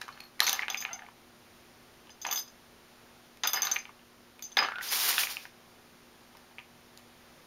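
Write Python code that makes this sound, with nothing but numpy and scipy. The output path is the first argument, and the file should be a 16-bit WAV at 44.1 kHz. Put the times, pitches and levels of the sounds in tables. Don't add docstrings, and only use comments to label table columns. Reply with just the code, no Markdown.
import sys
import numpy as np
from scipy import signal
from scipy.fft import rfft, irfft
from scipy.io import wavfile
from scipy.ndimage import uniform_filter1d

SR = 44100
rng = np.random.default_rng(int(sys.argv[2]) if len(sys.argv) > 2 else 0)


def boost_factor(decibels):
    exponent = np.asarray(decibels, float) / 20
    return 10 ** exponent


def store_wav(level_fs):
    pcm = np.round(np.clip(np.atleast_2d(level_fs), -1, 1) * 32767)
    wavfile.write(sys.argv[1], SR, pcm.T.astype(np.int16))


N = 328986
TIME = np.arange(N) / SR

# pitch_hz, level_db, t60_s (time to fade by 60 dB)
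WOOD_MODES = [(780, -3, 0.061), (860, -5.5, 0.13), (980, -4.5, 0.061), (1214.5, 0.5, 0.042),
              (1522, -2.5, 0.026), (1750, -8, 0.16), (2150, -5, 0.16), (2430, -9, 0.1), (2680, -3.5, 0.057),
              (3000, 1, 0.024), (3630, -11, 0.016), (4270, -18, 0.045)]


def unit(x):
    return x / np.sqrt(np.mean(x ** 2))


def colour(x, points):
    hz, db = np.transpose(points)
    bins = np.fft.rfftfreq(N, 1 / SR) + 1
    gain = boost_factor(np.interp(np.log(bins), np.log(hz), db))
    return unit(irfft(rfft(x) * gain, N))


def band(x, lo_hz, hi_hz, order=2):
    return signal.sosfilt(signal.butter(order, [lo_hz, hi_hz], "band", fs=SR, output="sos"), x)


def mode(x, hz, t60):
    r = np.exp(-np.log(1000) / (t60 * SR))
    w = 2 * np.pi * hz / SR
    return signal.lfilter([0, np.sin(w)], [1, -2 * r * np.cos(w), r * r], x)


def train(times, sizes):
    out = np.zeros(N)
    np.add.at(out, (np.asarray(times) * SR).astype(int), sizes)
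    return out


def grains(rate, spread_db):
    hit = rng.random(N) < rate / SR
    strength = boost_factor(spread_db * np.minimum(rng.exponential(size=N), 4.0))
    return unit(hit * strength * rng.choice([-1, 1], N))


def walk(rate):
    k = int(SR / rate)
    return unit(uniform_filter1d(uniform_filter1d(rng.standard_normal(N), k), k))


def swell(s, held, db, rise, fall):
    below_db = np.maximum(rise * (s - TIME), fall * (TIME - s - held))
    return boost_factor(db - np.maximum(0, below_db))


def hum():
    # pitch_hz, level_db, width_hz of the noise
    hum_tones = [(114, -80, 8), (178, -87.5, 8), (240, -67, 5), (358.6, -71, 6), (418, -81, 10),
                 (550, -83, 10), (605, -83.5, 6), (734, -79.5, 6)]
    out = 0
    for hz, db, width in hum_tones:
        noise = band(rng.standard_normal(N), hz - width / 2, hz + width / 2, order=1)
        waver = noise * .5 * np.sqrt(hz / width)
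        out = out + boost_factor(db) * unit(waver + np.sin(2 * np.pi * hz * TIME))
    return out


def wood(push):
    ring = sum(boost_factor(db) * mode(push(k), hz, t60) for k, (hz, db, t60) in enumerate(WOOD_MODES))
    return band(ring, 360, 4700)


def slides():
    # start_s, held_s, level_db, crackle_db (relative to the level)
    pushes = [(.012, .012, -49, -3), (.08, 0.14, -57.5, -11), (0.406, 0.041, -37.5, 0),
              (0.466, 0.019, -35, 1.5), (0.531, 0.036, -42.5, -12), (.595, 0.024, -50, -11),
              (0.691, 0.033, -42.5, -11), (.81, 0.11, -51.5, -27), (.99, 0.032, -57, -30),
              (2.248, 0.036, -42.5, -16), (2.304, 0.031, -41, -21), (3.438, 0.008, -30, -14.5),
              (3.534, 0.039, -35.5, -17), (3.621, .11, -41, -8), (4.569, 0.065, -28.5, -25)]
    rise_db_per_s, fall_db_per_s = 20000, 231
    thuds = colour(grains(2500, 4.5), [(250, -14.5), (700, -7.5), (1500, -1.5), (2600, -11.0),
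                                       (4500, -14), (8000, -45)])
    rumble = 0.66 * unit(wood(lambda k: grains(1500, 3.8))) + 0.59 * thuds
    crackle = colour(grains(4000, 8.1), [(2500, -26), (3800, 8), (7000, 1), (9000, -10), (16000, -11)])
    out = 0
    for s, held, db, crackle_db in pushes:
        gain = swell(s, held, db, rise_db_per_s, fall_db_per_s)
        out = out + gain * (rumble + boost_factor(crackle_db) * crackle)
    return boost_factor(0.76 * walk(76)) * out


def knocks():
    # start_s, level_db, pitch_hz of the click, edge_db (relative)
    knock_list = [(0.0149, -29.5, 1620, -4), (0.0154, -31, 4300, -5), (0.0204, -34, 1900, -12),
                  (0.0806, -33, 1060, -10.5), (0.089, -31.5, 1170, -36), (0.1753, -41, 1610, -13),
                  (0.2045, -36.5, 2520, 0.5), (0.394, -30, 2050, -8), (0.4033, -14, 1750, -7.5),
                  (0.4034, -9.5, 4030, 0), (0.418, -20, 1250, -9), (0.467, -22.5, 2530, 1.5),
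                  (0.4787, -21, 2200, -13), (0.4945, -18.5, 3600, 6), (0.495, -16, 11860, -4),
                  (0.529, -25, 3120, 7), (0.5299, -14.5, 12000, -5), (0.5927, -17.5, 2050, -26),
                  (0.6205, -19.5, 2350, -36), (0.626, -25.5, 2100, -36), (0.6313, -19.5, 1960, -40.5),
                  (0.6821, -15.5, 2130, -23), (0.701, -24, 3340, -14), (0.745, -19, 2470, -17),
                  (0.7543, -32, 2120, -33), (0.8243, -26.5, 2300, -15), (0.8504, -18, 2150, -30),
                  (0.883, -46, 1190, -36), (0.89, -33, 1440, -32), (0.9928, -34.5, 1750, -30),
                  (1.0212, -39, 1770, -21), (1.048, -49, 2150, -27), (1.064, -40.5, 2210, -25),
                  (1.0863, -41.5, 960, -26), (2.0715, -45, 3000, -20), (2.0946, -41, 2560, -9),
                  (2.2495, -28.5, 860, -30), (2.2502, -30, 3300, -15), (2.2513, -26, 2150, -9),
                  (2.264, -27, 910, -28), (2.2864, -27.5, 820, -25), (2.289, -32, 2700, -20),
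                  (2.323, -38, 1250, -36), (3.3718, -51, 2430, 5), (3.435, -23.5, 1740, -21),
                  (3.4351, -16, 3550, -28), (3.4526, -23, 1460, -36), (3.4744, -27, 2770, -7),
                  (3.537, -29, 1150, -5), (3.5722, -24.5, 1800, -9), (3.6702, -23, 3850, -20),
                  (3.6711, -24, 1470, -30), (3.7607, -20, 2330, -24), (3.765, -18.5, 2430, -29),
                  (3.8539, -34.5, 2405, -39), (3.8818, -48, 2300, -23), (3.8924, -39, 1070, -24),
                  (3.993, -51, 2740, -25), (4.393, -40, 2360, -6), (4.5706, -12, 1670, -19),
                  (4.5698, -9.5, 3600, -31), (4.5887, -13, 2100, -30), (4.625, -19.5, 1220, -32),
                  (4.65, -27, 1610, -36), (4.686, -20.5, 1374, -25), (4.7196, -21, 1610, -32),
                  (4.7572, -28.5, 2620, -23), (4.7839, -27.5, 1470, -28), (4.785, -35, 3500, -20),
                  (4.7922, -33, 1570, -34), (4.81, -27.5, 1920, -22), (4.9164, -32, 2460, 6),
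                  (5.0631, -24, 2000, -5), (5.128, -19, 2280, -13), (5.141, -20, 2510, -7),
                  (5.1806, -20, 1520, -15), (5.1808, -14.5, 2760, -20), (5.1936, -22, 2820, -8),
                  (5.2343, -16, 2400, -19), (5.2704, -24.5, 2160, -15), (5.2938, -32, 2090, -36),
                  (5.3687, -27, 2570, -24), (5.4535, -31.5, 1750, -25), (6.35, -47, 980, -22),
                  (6.37, -45, 5150, 8), (6.5119, -46.5, 860, -19), (6.5836, -34.5, 2330, -27),
                  (6.59, -34, 2630, -30), (6.5998, -40, 2200, -22), (6.9748, -51, 5450, 18.5),
                  (6.985, -46, 14300, -15), (6.993, -48, 13600, -12)]
    s, db, hz, edge_db = np.transpose(knock_list)
    over = db + 25
    base_t60 = 0.019 * (hz / 2000) ** -0.65 * boost_factor(0.01 * over)
    out, t = np.zeros(N + SR), np.arange(SR // 10) / SR
    chance = rng.standard_normal((len(s), len(t)))
    for k in range(len(s)):
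        onset = np.sin(np.pi / 2 * np.minimum(t / 0.00049, 1)) ** 2
        fade = np.exp(-np.log(1000) * t / base_t60[k]) * onset
        rough = unit(band(chance[k], hz[k] / 1.21, hz[k] * 1.21))
        click = (np.sin(2 * np.pi * hz[k] * t) + 0.84 * rough) * fade ** 1.54
        hard = band(band(chance[k][::-1], 4400, 19845), 2200, 6600, order=1)
        edge = boost_factor(edge_db[k]) * unit(hard) * fade ** 1.95
        out[int(s[k] * SR):][:len(t)] += boost_factor(db[k]) * (click + edge)
    spot = rng.standard_normal((len(s), len(WOOD_MODES)))
    ring_db = -47.5 + 0.64 * over

    def push(k):
        return train(s, boost_factor(ring_db + 2.6 * spot[:, k]) * np.sign(spot[:, k - 1]))

    return out[:N] + wood(push)


def trinket():
    # pitch_hz, level_db, t60_s
    trinket_modes = [(4300, -6, .09), (4370, -9, .06), (12700, -4, .15)]
    # start_s, level_db, high_db (extra on the high mode)
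    tinks = [(.1256, -44.5, -24), (0.203, -38, -22), (0.238, -42, -11), (.2524, -53, -11),
             (0.4197, -31, -6), (0.4313, -24, -1), (0.451, -37, -1)]
    s, db, high_db = np.transpose(tinks)
    out = 0
    for k, (hz, mode_db, t60) in enumerate(trinket_modes):
        strike_db = db + mode_db + high_db * (k == 2)
        out = out + mode(train(s, boost_factor(strike_db)), hz, t60)
    return out


def bell():
    # pitch_hz, level_db, t60_s
    bell_modes = [(3486, -5.5, 0.048), (3850, -19, 0.087), (4754, -14.5, 0.064), (4974, -10, 0.15),
                  (6090, -20, 0.091), (6240, 1.5, 0.054), (6370, -26, 0.082), (6670, -11, 0.087),
                  (6600, -36, .04), (8830, -25.5, 0.097), (10760, -23.5, 0.081), (12960, -13.5, 0.085),
                  (13600, -19, 0.036), (13950, -10, 0.065), (14060, -21, 0.05), (14300, -14, 0.033)]
    # start_s, level_db, then extras low_db (two lowest modes),
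    # middle_db (5 kHz mode), high_db (modes above 8 kHz)
    jingles = [(0.4675, -22.5, 3, -7, -6), (0.472, -34, 3, 6, -4), (0.4945, -21.5, -2, -1, -10),
               (0.5303, -27.5, 5, 3, -8), (0.7008, -27.5, 6.5, -3, -9), (0.733, -38.5, -14, -2, -3),
               (0.7726, -27, -3, 1, -7), (0.8047, -31.5, -5, -11, -3), (0.8144, -30, -4, 0, -8),
               (0.9312, -32, -6, -1, -10), (2.1031, -45.5, 3.5, 10, -18), (2.2162, -33, -3, -2, -6),
               (2.2246, -33.5, -7, 1, -15), (2.2672, -27.5, -16, -2, -12), (2.3116, -22, -0.5, -2, 1),
               (2.3267, -22.5, -7, -10, 0.5), (2.359, -25, 3, -3, 0.5), (2.3754, -23.5, -1, 5, -1),
               (2.39, -37, -15, 12, 8), (2.4779, -45, 1, 7, -11.5), (3.4356, -23, 4.5, 3, -15),
               (3.473, -26, 8, 11.5, 12), (3.5329, -19.5, -2, -3, 2), (3.5594, -39, 11, 17.5, 7),
               (3.6202, -17, -5, -21, -2.5), (3.6501, -25.5, -0.5, -5, 2), (3.7146, -18.5, -6.5, -14, -5),
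               (3.7394, -30, -16, -13, 0.5), (3.7874, -34, -17, 0, -18), (4.424, -29.5, -7, -8, -4.5),
               (4.4397, -31.5, -22, -5, -11), (4.5186, -39.5, 0, -13, -19), (4.571, -33, 22, 3, 6),
               (4.581, -32, 4, 20, -16), (4.6298, -34, -8, 10, -15), (4.8861, -35.5, 10, 19, -3)]
    skitter_db, skitter_s = -28, 0.014
    s, db, low_db, middle_db, high_db = np.transpose(jingles)
    spot = rng.standard_normal((len(s), len(bell_modes)))
    fade = np.exp(-np.arange(SR // 10) / (skitter_s * SR))
    out = 0
    for k, (hz, mode_db, t60) in enumerate(bell_modes):
        extra_db = low_db if k < 2 else middle_db if k == 3 else high_db if k > 8 else 0
        size = boost_factor(db + extra_db)
        rattle_gain = signal.fftconvolve(train(s, size), fade)[:N]
        skitter = boost_factor(skitter_db) * grains(1200, 3.1) * rattle_gain
        strikes = train(s, size * boost_factor(0.73 * spot[:, k]))
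        ring = mode(strikes + skitter, hz, t60)
        choke_db = 3.5 * (hz / 6000) ** .5 * walk(420)
        out = out + boost_factor(mode_db - 4.5 + choke_db) * ring
    tick = band(train(s, boost_factor(db + high_db)), 5900, 15000, order=1)
    return out + boost_factor(1.0) * tick


def rolls():
    # start_s, held_s, level_db, pitch_hz, sag_hz_per_s
    roll_list = [(.89, 0.15, -55.5, 882, 392), (4.689, 0.121, -42.5, 1638, 1400)]
    edge_db_per_s, wobble_share, wobble_rate = 350, 0.049, 16
    out = 0
    for s, held, db, hz, sag in roll_list:
        pitch = (hz - sag * np.clip(TIME - s, 0, held)) * (1 + wobble_share * walk(wobble_rate))
        phase = 2 * np.pi * np.cumsum(pitch) / SR
        hollow = walk(290) * np.cos(phase) + walk(260) * np.sin(phase)
        out = out + swell(s, held, db, edge_db_per_s, edge_db_per_s) * hollow
    return out


def squeak():
    # time_s, pitch_hz, level_db
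    squeak_path = [(.9, 690, -67), (.912, 681, -46), (.93, 694, -52), (.945, 774, -57), (.965, 702, -50),
                   (.975, 700, -74)]
    s, hz, db = np.transpose(squeak_path)
    pitch = np.interp(TIME, s, hz) * (1 + 0.0086 * walk(290))
    phase = 2 * np.pi * np.cumsum(pitch) / SR
    harmonics_db = [0.5, 1, 1, -5, -13]
    stack = sum(boost_factor(part_db) * np.sin(k * phase) for k, part_db in enumerate(harmonics_db, 1))
    return boost_factor(np.interp(TIME, s, db, left=-150, right=-150)) * stack


def feathers():
    # time_s, level_db
    strokes = [(4.805, -59), (4.83, -39.5), (4.9, -40.5), (4.912, -31.5), (4.99, -31), (5.02, -30.5),
               (5.055, -31.5), (5.09, -28), (5.16, -35.5), (5.2, -29.5), (5.29, -43.5), (5.32, -39.5),
               (5.37, -50), (5.43, -53), (5.52, -73)]
    # pitch_hz, level_db
    feather_colour = [(60, -39), (160, -28.5), (410, -12.5), (620, -14), (800, -7), (1700, -4), (5300, -1),
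                      (7000, -9)]
    barbs = grains(14000, 3.1) * boost_factor(1.8 * walk(73))
    db = np.interp(TIME, *np.transpose(strokes), left=-150, right=-150)
    treble = boost_factor(0.3 + 0.2 * (db + 29.5))
    body = colour(barbs, feather_colour + [(9000, -42)])
    return boost_factor(db) * (body + treble * unit(band(barbs, 6400, 16800)))


def room(near):
    t60_s, level_db = 0.22, -11
    t = np.arange(SR // 2) / SR
    noise = band(rng.standard_normal(len(t)), 360, 15000, order=1)
    tail = noise * 1000. ** (-t / t60_s) * (t > .003)
    return boost_factor(level_db) * signal.fftconvolve(near, tail / np.sqrt(np.sum(tail ** 2)))[:N]


def scene():
    toys = bell() + trinket() + knocks() + slides() + squeak() + rolls()
    near = band(toys, 224, 19845) + feathers()
    return (near + room(near) + hum())[None]


def microphone(dry):
    # pitch_hz, level_db (per Hz)
    hiss_colour = [(25, -5), (60, -1.5), (150, -0.5), (300, -1), (600, -2.5), (1200, -4), (2500, -8),
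                   (5000, -11.5), (7200, -14), (9000, -15.5), (13000, -19), (16000, -20)]
    hiss_db, notch_hz, notch_width_hz, top_hz = -57.5, 7890, 1660, 15470
    hiss = colour(rng.standard_normal(N), hiss_colour)
    x = dry + boost_factor(hiss_db + .5 * walk(4.7)) * hiss
    x = signal.lfilter(*signal.iirnotch(notch_hz, notch_hz / notch_width_hz, SR), x)
    x = signal.lfilter(*signal.iirnotch(notch_hz, 18.0, SR), x)
    return signal.sosfilt(signal.ellip(6, .3, 40, top_hz, fs=SR, output="sos"), x)


def low_pass(x):
    return signal.sosfilt(signal.butter(12, 16810, fs=SR, output="sos"), x)


def record(dry):
    mix = microphone(dry)
    return low_pass(mix)


dry = scene()
out = record(dry)
store_wav(out)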